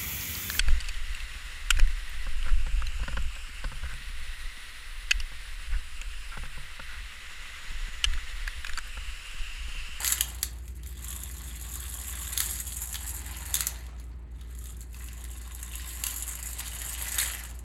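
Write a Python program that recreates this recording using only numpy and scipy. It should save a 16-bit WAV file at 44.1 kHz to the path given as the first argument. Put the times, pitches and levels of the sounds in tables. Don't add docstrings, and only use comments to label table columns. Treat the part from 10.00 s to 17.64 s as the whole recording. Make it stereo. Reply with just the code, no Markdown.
import sys
import numpy as np
from scipy import signal
from scipy.fft import rfft, irfft, next_fast_len
from scipy.io import wavfile
from scipy.ndimage import uniform_filter1d, map_coordinates

SR = 44100
rng = np.random.default_rng(int(sys.argv[2]) if len(sys.argv) > 2 else 0)


def generate_wav(signal):
    frames = np.transpose(np.atleast_2d(signal))
    scaled = np.clip(frames, -1, 1) * 32767
    pcm = np.round(scaled).astype(np.int16)
    wavfile.write(sys.argv[1], SR, pcm)


N = 336902

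# (frequency [Hz], relative level [dB])
PANEL_COLOUR = [(1000, -31), (3000, -18), (4500, -18), (5400, -10), (6200, -16), (6900, -2.5), (7700, -3),
                (8600, 1), (9400, -9), (11000, -0.5), (12200, -7), (12700, -10.5), (14200, -29),
                (15200, -9.5), (15900, -10)]
# (frequency [Hz], relative level [dB])
KNOCK_COLOUR = [(250, -18.5), (700, -27), (1100, -7), (1800, 0.5), (2500, -1), (3400, 1.5), (4800, 5),
                (6000, -1), (8000, -27), (14000, -44)]
# (time [s], pitch [Hz], level [dB], octave relative to it [dB])
FAR_DRONE = [(0, 72.3, -70, -16), (.45, 70.6, -48, -19), (1.2, 73.57, -49, -13), (2, 73.7, -47, -21),
             (2.9, 77.24, -49.5, -16.5), (3.45, 77.8, -45, -11.5), (3.65, 80, -59, 2.5),
             (3.9, 79, -85, 5.5)]


def amp(db):
    return 10 ** (np.asarray(db) / 20)


def unit(x):
    return x / np.sqrt(np.mean(x ** 2) + 1e-20)


def along(points, hz):
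    f, v = np.transpose(points)
    return np.interp(np.log(hz + 1), np.log(f + 1), v)


def curves(rows):
    s, *cols = np.transpose(rows)
    return [np.interp(np.arange(N) / SR, s, c) for c in cols]


def wobble(rate):
    knots = rng.standard_normal(int(N * rate / SR) + 4)
    return map_coordinates(knots, [np.arange(N) * rate / SR])


def coloured(x, spectrum):
    size = 2 * next_fast_len(N // 2 + 8192)
    gain = unit(amp(along(spectrum, np.fft.rfftfreq(size, 1 / SR))))
    cepstrum = irfft(np.log(gain))
    cepstrum[1:size // 2] *= 2
    cepstrum[size // 2 + 1:] = 0
    response = np.exp(rfft(cepstrum))
    return irfft(rfft(x, size) * response, size)[..., :N]


def add(track, s, sound):
    start = max(round(s * SR), 0)
    part = track[:, start:start + sound.shape[1]]
    part += sound[:, :part.shape[1]]


def held(s, length):
    attack_s, release_s = 0.0051, 0.093
    t = np.arange(N) / SR
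    rise = np.clip((t - s) / attack_s, 0, 1)
    fall = np.clip((s + length - t) / release_s + .5, 0, 1)
    return rise * fall


def running(shake_db, roll_db):
    panels_db, gears_db, wheels_db = -42, -52, -60.5
    panel_lift, gear_lift = lurches()
    jolt_db = -0.13 * wobble(23)
    rattle_db = shake_db + panel_lift + jolt_db
    whirr_db = 0.34 * shake_db + 0.93 * roll_db + gear_lift + jolt_db
    contacts = 250 * amp(.25 * rattle_db)
    parts = (amp(panels_db + rattle_db) * loose_panels(contacts)
             + amp(gears_db + whirr_db) * gear_train(contacts, shake_db)
             + amp(wheels_db + 1.06 * roll_db) * grinding_wheels())
    return spinning(parts, depth_db=2.0)


def loose_panels(contacts):
    taps = chatter(contacts, scatter_db=4.8, clump_db=3, crack_t60=0.0046,
                   shiver_db=-14, ring_db=-29, count=14)
    return coloured(taps, PANEL_COLOUR)


def gear_train(contacts, shake_db):
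    # (frequency [Hz], relative level [dB])
    whirr_colour = [(500, -26.5), (900, -9), (1250, -7), (1650, -2), (1950, -0.5), (2330, -6), (2600, -1),
                    (3100, -5), (3600, -10), (4300, -5), (5400, -10), (6200, -10.5), (8000, -14),
                    (14000, -48)]
    tick_colour = [(600, -19.5), (1200, -5.5), (1900, -2.5), (2350, -2), (3400, -3), (4400, -8),
                   (5400, -2.5), (6500, -11), (9000, 3), (14000, -25)]
    mesh = chatter(1.4 * contacts, scatter_db=1.5, clump_db=0.0, crack_t60=0.0031,
                   shiver_db=-10.5, ring_db=-30.5, count=10)
    at, size, shape = tooth_strikes()
    tick_gain = amp(-1.5 + 0.067 * shake_db)
    ticking = tick_gain * coloured(teeth(at, size, shape, count=16), tick_colour)
    return amp(0.04) * coloured(mesh, whirr_colour) + ticking + singing(at, size)


def tooth_strikes():
    rate = 96
    slip_share, scatter_db = .15, 5
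    turned = np.cumsum(rate * amp(1.5 * wobble(5))) / SR
    at = np.flatnonzero(np.diff(np.floor(turned)))
    slip, size, shape = rng.standard_normal((len(at), 3)).T
    at = np.clip(at + slip_share * slip * SR / rate, 0, N - 1).astype(int)
    return at, unit(amp(scatter_db * np.clip(size, -2, 1.6))), shape


def teeth(at, size, shape, count):
    out = np.zeros((2, N))
    for group in np.array_split(np.argsort(shape), count):
        tick = strike(crack_t60=0.0087, shiver_db=-22, ring_db=-30, rise=0.0002)
        impulses = np.bincount(at[group], size[group], N)
        out += signal.oaconvolve(impulses[None], tick, axes=1)[:, :N]
    return unit(out)


def singing(at, size):
    # (start [s], length [s], pitch [Hz], width [Hz], level within the gears [dB])
    resonances = [(0.831, 1.7, 3440, 480, -1), (0.897, 1.6, 2900, 250, -9.5), (0.897, 1.5, 1120, 110, -10),
                  (1.6, 0.84, 1650, 170, -10.5), (0.829, 1.76, 1955, 110, -17), (2.75, 0.73, 925, 221, -8),
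                  (3.003, 4.35, 1986, 90, -13), (3.88, 0.91, 1270, 79, -6), (4.3, 1.4, 1660, 171, -12),
                  (4.34, 0.49, 3450, 550, -3), (4.939, 0.25, 2700, 330, -3), (4.939, 0.18, 1940, 130, -8),
                  (5.15, 1.9, 2910, 380, -8), (4.94, 1.4, 1067, 120, -9.5), (5.2, 0.78, 3640, 250, -5)]
    buzz_s, steady_drive = .0018, .08
    buzz = signal.lfilter([1], [1, -np.exp(-1 / (buzz_s * SR))], np.bincount(at, size, N))
    drive = (buzz + steady_drive) * rng.standard_normal((2, N))
    out = np.zeros((2, N))
    for s, length, hz, width_hz, db in resonances:
        edges = [hz - width_hz / 2, hz + width_hz / 2]
        band = signal.butter(2, edges, "bandpass", fs=SR, output="sos")
        out += amp(db) * held(s, length) * unit(signal.sosfilt(band, drive))
    return out


def grinding_wheels():
    # (frequency [Hz], relative level [dB])
    grind_colour = [(250, -20), (560, -5.5), (700, -2), (810, 0), (1120, -0.5), (1350, -2.5), (2500, -24.5),
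                    (6000, -59)]
    grains = chatter(900, scatter_db=5.5, clump_db=2.5, crack_t60=0.025,
                     shiver_db=-13, ring_db=-32.0, count=5)
    return coloured(grains, grind_colour)


def lurches():
    # (start [s], length [s], panel lift [dB], gear lift [dB])
    flares = [(0.053, 0.15, 3, 5), (0.78, 0.055, -13.5, 1), (0.827, 0.19, 3.5, 7.5), (1.033, 0.12, 5, 6),
              (2.321, 0.21, 6.5, 3), (2.614, 0.32, 1, -4.5), (3.059, 0.069, 5, 0), (3.534, 0.31, 5.5, 4.5),
              (3.979, 0.17, 14.5, 5.5), (4.135, 0.23, -4.5, -4.5), (4.343, 0.13, 8.5, 6),
              (4.498, 0.21, 10, 3.5), (4.844, 0.058, -18.5, -10), (4.92, 0.22, 2.5, 4), (5.72, 0.22, 3, 3),
              (6.032, 0.23, 5.5, 1.5), (6.586, 0.064, 2.5, 6.5), (6.723, 0.24, 0, 0), (7.179, 0.18, 5, 4.5)]
    return sum(np.outer(lift_db, held(s, length)) for s, length, *lift_db in flares)


def spinning(x, depth_db):
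    z = signal.stft(x, nperseg=256)[2]
    field = rng.standard_normal(z.shape[1:])
    for _ in range(2):
        field = uniform_filter1d(field, size=4, axis=0)
        field = uniform_filter1d(field, size=9, axis=1)
    gain = amp(depth_db * np.clip(unit(field), -2, 2))
    return signal.istft(z * unit(gain), nperseg=256)[1][:, :N]


def chatter(rate, scatter_db, clump_db, crack_t60, shiver_db, ring_db, count):
    out = np.zeros((2, N))
    clumps = amp(clump_db * np.tanh(wobble(70)))
    for _ in range(count):
        taps = (rng.random(N) < rate / count / SR) / np.sqrt(rate)
        sizes = clumps * amp(scatter_db * np.clip(rng.standard_normal(N), -2, 1.6))
        spot = strike(crack_t60, shiver_db=shiver_db, ring_db=ring_db, rise=0.00049)
        out += signal.oaconvolve((taps * sizes)[None], spot, axes=1)[:, :N]
    return unit(out)


def strike(crack_t60, shiver_db, ring_db, rise):
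    # (pitch [Hz], relative level [dB], t60 [s])
    tin_modes = [(1050, -3.5, 0.06), (1696, 2, 0.033), (2014, 5.5, 0.042), (2980, 2, 0.034),
                 (3310, 3, 0.054), (3690, -1, 0.17), (4480, -8, 0.0342), (6900, 11, 0.013),
                 (7400, -4, 0.058), (8710, 7, 0.084), (11250, 2, 0.055), (11940, 6, 0.049),
                 (14800, -8.5, .05)]
    t = np.arange(SR // 10) / SR
    hz, db, t60 = np.transpose(tin_modes)[:, :, None]
    strength = amp(db + 3.0 * rng.standard_normal(hz.shape))
    turns = hz * (1 + 0.0071 * rng.standard_normal(hz.shape)) * t
    modes = strength * amp(-60 * t / t60) * np.exp(2j * np.pi * turns)
    phases = np.exp(2j * np.pi * rng.random((2, len(tin_modes))))
    ring = (phases @ modes).real
    shiver = amp(shiver_db - 60 * t / .08)
    burst = rng.standard_normal((2, len(t))) * (amp(-60 * t / crack_t60) + shiver)
    return (burst + amp(ring_db) * ring) * (1 - np.exp(-t / rise))


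def clacks():
    # (time [s], relative crack level [dB],
    # relative knock level [dB], pitch of the struck part [Hz], its ring level [dB], its t60 [s])
    landings = [(0.0457, -18.5, -23.5, 1990, -21.5, 0.042), (0.067, -21.5, -25, 2840, -28, 0.043),
                (0.0765, -13.5, -26.5, 1600, -36, .05), (0.103, -33, -40, 3150, -33, .04),
                (0.1224, -12, -24, 7600, -19.5, 0.087), (0.129, -27, -32, 2040, -37, .05),
                (0.18, -28, -35, 3080, -30, 0.04), (0.2082, -10.5, -22.5, 3050, -11.5, 0.022),
                (0.4293, -12, -24, 4650, -16.5, 0.013), (0.679, -41.5, -49, 2100, -46, 0.033),
                (0.8329, -41, -48, 3403, -46, 0.027), (0.8618, -38, -49, 2100, -44, .03),
                (2.3756, -13.5, -27, 3430, -21.5, 0.026), (2.403, -12.5, -25, 1750, -29.5, .044),
                (2.416, -29, -30, 3450, -34, 0.046), (2.588, -29, -38, 3736, -39, .04),
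                (2.721, -33, -37.5, 3356, -39.5, 0.052), (2.943, -26.5, -30.5, 1660, -36, 0.055),
                (2.9526, -29, -41, 3202, -27.5, 0.05), (2.956, -28, -34, 3860, -29, .024),
                (3.5412, -12, -30, 3590, -23, .045), (3.553, -15.5, -28.5, 3470, -23, .035),
                (3.567, -24.5, -35, 4140, -28, .03), (3.606, -14.5, -26.5, 1970, -40, .054),
                (3.62, -25, -33, 1980, -33, 0.033), (3.6688, -13.5, -28.5, 5600, -24.5, 0.025),
                (3.865, -44, -50, 3580, -44, 0.028), (3.9978, -44, -51.5, 4300, -48, 0.025),
                (4.4106, -46, -49.5, 3700, -44.5, .04), (4.6566, -35, -48, 3560, -41.5, 0.027),
                (4.815, -42, -54, 4350, -46, .03), (4.944, -42, -46.5, 2660, -43, 0.027),
                (5.085, -45, -43, 2800, -39, .03), (5.25, -41.5, -44, 1910, -43, .03),
                (5.735, -43.5, -46, 2750, -32, 0.027), (5.797, -46, -42, 1900, -38, .03),
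                (6.0373, -16, -29, 2880, -26, .028), (6.0662, -16.5, -28, 2880, -30, 0.032),
                (6.592, -30.5, -36, 3800, -38, 0.027), (6.606, -34, -36, 3460, -34, .03),
                (6.67, -40, -41, 3500, -36, .03), (6.721, -48, -46, 2950, -37, .03),
                (6.817, -37, -38, 1990, -33, .03), (7.1858, -21.5, -27.5, 3580, -22, 0.041),
                (7.199, -21.5, -27, 4070, -22, 0.034), (7.228, -27, -32, 1810, -32, .08)]
    # (frequency [Hz], relative level [dB])
    crack_colour = [(2000, -26.5), (5600, -12.5), (6400, -2), (9000, -2), (11500, 1), (13500, -15.5),
                    (15500, 1)]
    spread = .07
    cracks, knocks, rings = np.zeros((3, 2, N))
    for s, crack_db, knock_db, part_hz, ring_db, ring_t60 in landings:
        part = cluster(part_hz * (1 - spread), part_hz * (1 + spread), ring_t60, count=4)
        clang = cluster(1198, 6590, t60=0.044, count=16)
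        crack = strike(crack_t60=0.011, shiver_db=-17.5, ring_db=-36, rise=0.00049)
        knock = strike(crack_t60=0.008, shiver_db=-14, ring_db=-28, rise=0.0003)
        add(cracks, s + 0.0002, amp(crack_db + 7.5) * crack)
        add(knocks, s + 0.00022, amp(knock_db + 5.5) * knock)
        add(rings, s, amp(ring_db) * part + amp(knock_db - 5.5) * clang)
    return coloured(cracks, crack_colour) + coloured(knocks, KNOCK_COLOUR) + rings


def cluster(low_hz, high_hz, t60, count):
    t = np.arange(SR // 8) / SR
    place = (np.arange(count) + rng.random(count)) / count
    hz = low_hz * (high_hz / low_hz) ** place
    strength = unit(amp(2.3 * rng.standard_normal(count))) / np.sqrt(count)
    weights = strength * np.exp(2j * np.pi * rng.random((2, count)))
    ring = (weights @ np.exp(2j * np.pi * np.outer(hz, t))).real
    return ring * amp(-60 * t / t60) * (1 - np.exp(-t / 0.00021))


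def ticks(shake_db):
    # (time [s], relative level [dB])
    single_snaps = [(0.992, -40.5), (1.044, -28.5), (1.082, -29), (1.104, -27), (1.128, -29.5),
                    (1.162, -27), (1.2349, -27), (1.739, -29), (1.756, -26), (1.803, -28.5),
                    (2.8176, -25.5), (2.836, -29), (2.873, -29), (2.928, -23.5), (3.092, -26.5),
                    (4.0407, -48), (4.5505, -42), (4.5879, -38.5), (4.767, -43.5), (4.8066, -38),
                    (4.9304, -43.5), (5.0, -54), (5.0415, -36), (5.13, -36), (5.24, -32), (5.3134, -38),
                    (5.3801, -39.5), (5.476, -40), (5.548, -31), (5.629, -26.5), (5.7543, -26.5),
                    (6.3529, -28.5), (7.436, -33), (7.59, -39)]
    snaps = np.zeros((2, N))
    moments = np.flatnonzero(rng.random(N) < 11 / SR)
    lesser_db = -36 + 0.74 * shake_db[moments] + rng.standard_normal(len(moments))
    lesser = list(zip(moments / SR, lesser_db))
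    for s, db in single_snaps + lesser:
        snap = strike(crack_t60=0.016, shiver_db=-18, ring_db=-41.5, rise=0.0011)
        add(snaps, s - .0005, amp(db + 5.5) * snap)
    body_answer = amp(-19) * coloured(snaps, KNOCK_COLOUR)
    return coloured(snaps, PANEL_COLOUR) + body_answer


def hall(x):
    # (frequency [Hz], t60 [s])
    decay = [(200, 0.95), (1000, 0.46), (2500, 0.35), (6000, 0.26), (14000, 0.095)]
    hz, t, z = signal.stft(rng.standard_normal((2, SR * 3 // 4)), SR, nperseg=256)
    fading = z * amp(-60 * t / along(decay, hz)[:, None])
    tail = signal.istft(fading, SR, nperseg=256)[1]
    tail = np.pad(tail / np.linalg.norm(tail[0]), ((0, 0), (SR // 200, 0)))
    return signal.fftconvolve(x, tail, axes=1)[:, :N]


def machinery():
    # (pitch [Hz], relative level [dB])
    hum_lines = [(41.6, -71), (50.1, -61), (58.6, -40.5), (83.4, -61), (100.1, -79), (117.2, -66),
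                 (148.7, -68), (174.1, -89.5)]
    t = np.arange(N) / SR
    hum = np.zeros(N)
    for hz, db in hum_lines:
        level = amp(db + 0.096 * wobble(3.28))
        hum += level * np.sin(2 * np.pi * (hz * t + rng.random()) + 0.051 * wobble(2.0))
    drone_hz, drone_db, octave_db = curves(FAR_DRONE)
    angle = 2 * np.pi * np.cumsum(drone_hz) / SR
    octave = amp(octave_db + 2.0 * wobble(5.1)) * np.sin(2 * angle + wobble(3.034))
    drone = amp(drone_db) * (np.sin(angle) + octave)
    return np.sqrt(2) * (amp(-0.14) * hum + drone)


def air():
    # (frequency [Hz], relative level [dB])
    air_colour = [(15, -32), (30, -3), (60, 8.5), (85, 4.5), (130, -3.5), (170, -4.5), (230, -9),
                  (360, -10.5), (520, -21.5), (1000, -30.5), (2000, -23.5), (4000, -39), (8000, -69),
                  (15000, -69)]
    rumble_colour = [(70, -28), (150, 3.5), (230, -5), (370, -5), (520, -34), (1000, -36.5)]
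    drone_db = curves(FAR_DRONE)[1]
    rumble_gain = amp(drone_db - 14.0 + 4.1 * wobble(6))
    rumble = rumble_gain * coloured(rng.standard_normal((2, N)), rumble_colour)
    return amp(-49) * coloured(rng.standard_normal((2, N)), air_colour) + rumble


def microphones(paths):
    # (frequency [Hz], left-right likeness, limited below to 0 to 0.995)
    likeness = [(60, 0.5), (140, 0.9), (300, 0.82), (650, 0.47), (1400, 0.52), (3000, -0.14), (5800, 0.74),
                (6800, 0.7), (9200, 4.5), (10200, -6.5), (11300, -1), (12400, 3.5), (13500, 6), (15500, 6)]
    # (frequency [Hz], phase by which left leads right [rad])
    left_lead = [(4300, 0), (5500, 3.5), (6400, -0.1), (7900, -1.5), (8700, -2.5), (9250, -3), (10100, -5),
                 (11300, -6.5), (12300, -6), (13000, -7.5), (14200, -11.5), (15200, -9)]
    # (frequency [Hz], left minus right [dB])
    balance = [(300, -0.5), (700, 2), (1500, 2.5), (3000, 2), (6000, 0)]
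    size = next_fast_len(N + SR // 2)
    hz = np.fft.rfftfreq(size, 1 / SR)
    a, b = rfft(paths, size)
    turn = np.arccos(np.clip(along(likeness, hz), 0, .995)) / 2
    common, apart = a * np.cos(turn), b * np.sin(turn)
    skew = amp(along(balance, hz) / 2) * np.exp(.5j * along(left_lead, hz))
    return irfft(np.array([(common + apart) * skew, (common - apart) / skew]), size)[:, :N]


def scene():
    # (time [s], level [dB])
    shaking = [(0.0, -37.5), (0.08, -34.5), (0.21, -42.5), (0.57, -60.5), (0.79, -58.5), (1.19, -47),
               (1.45, -46.5), (1.81, -42), (2.57, -39.5), (3.57, -45.5), (4.09, -86), (4.32, -77.5),
               (4.64, -60.5), (5.6, -50.5), (6.21, -40.5), (6.7, -43), (7.1, -35.5), (7.19, -37),
               (7.51, -50.5), (7.64, -75)]
    # (time [s], level [dB])
    rolling = [(0.0, -44), (0.07, -53.5), (0.3, -55), (0.47, -60.5), (0.81, -68.5), (0.85, -68.5),
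               (1.21, -60.5), (2.38, -56), (2.83, -57), (3.17, -57), (3.59, -52.5), (3.89, -58),
               (4.17, -65.5), (4.92, -65), (4.95, -64.5), (5.3, -61), (6.08, -56.5), (6.36, -59),
               (7.19, -48.5), (7.45, -54), (7.64, -63.5)]
    shake_db = curves(shaking)[0] + 45
    roll_db = curves(rolling)[0] + 58
    car = running(shake_db, roll_db) + clacks() + ticks(shake_db)
    room = microphones(car + amp(-10.5) * hall(car) + air())
    return room + machinery() * amp([[.2], [-.2]])


def record(dry):
    size = next_fast_len(N + SR // 2)
    kept = np.fft.rfftfreq(size, 1 / SR) < 15900
    return irfft(rfft(dry, size) * kept, size)[:, :N]


dry = scene()
out = record(dry)
generate_wav(out)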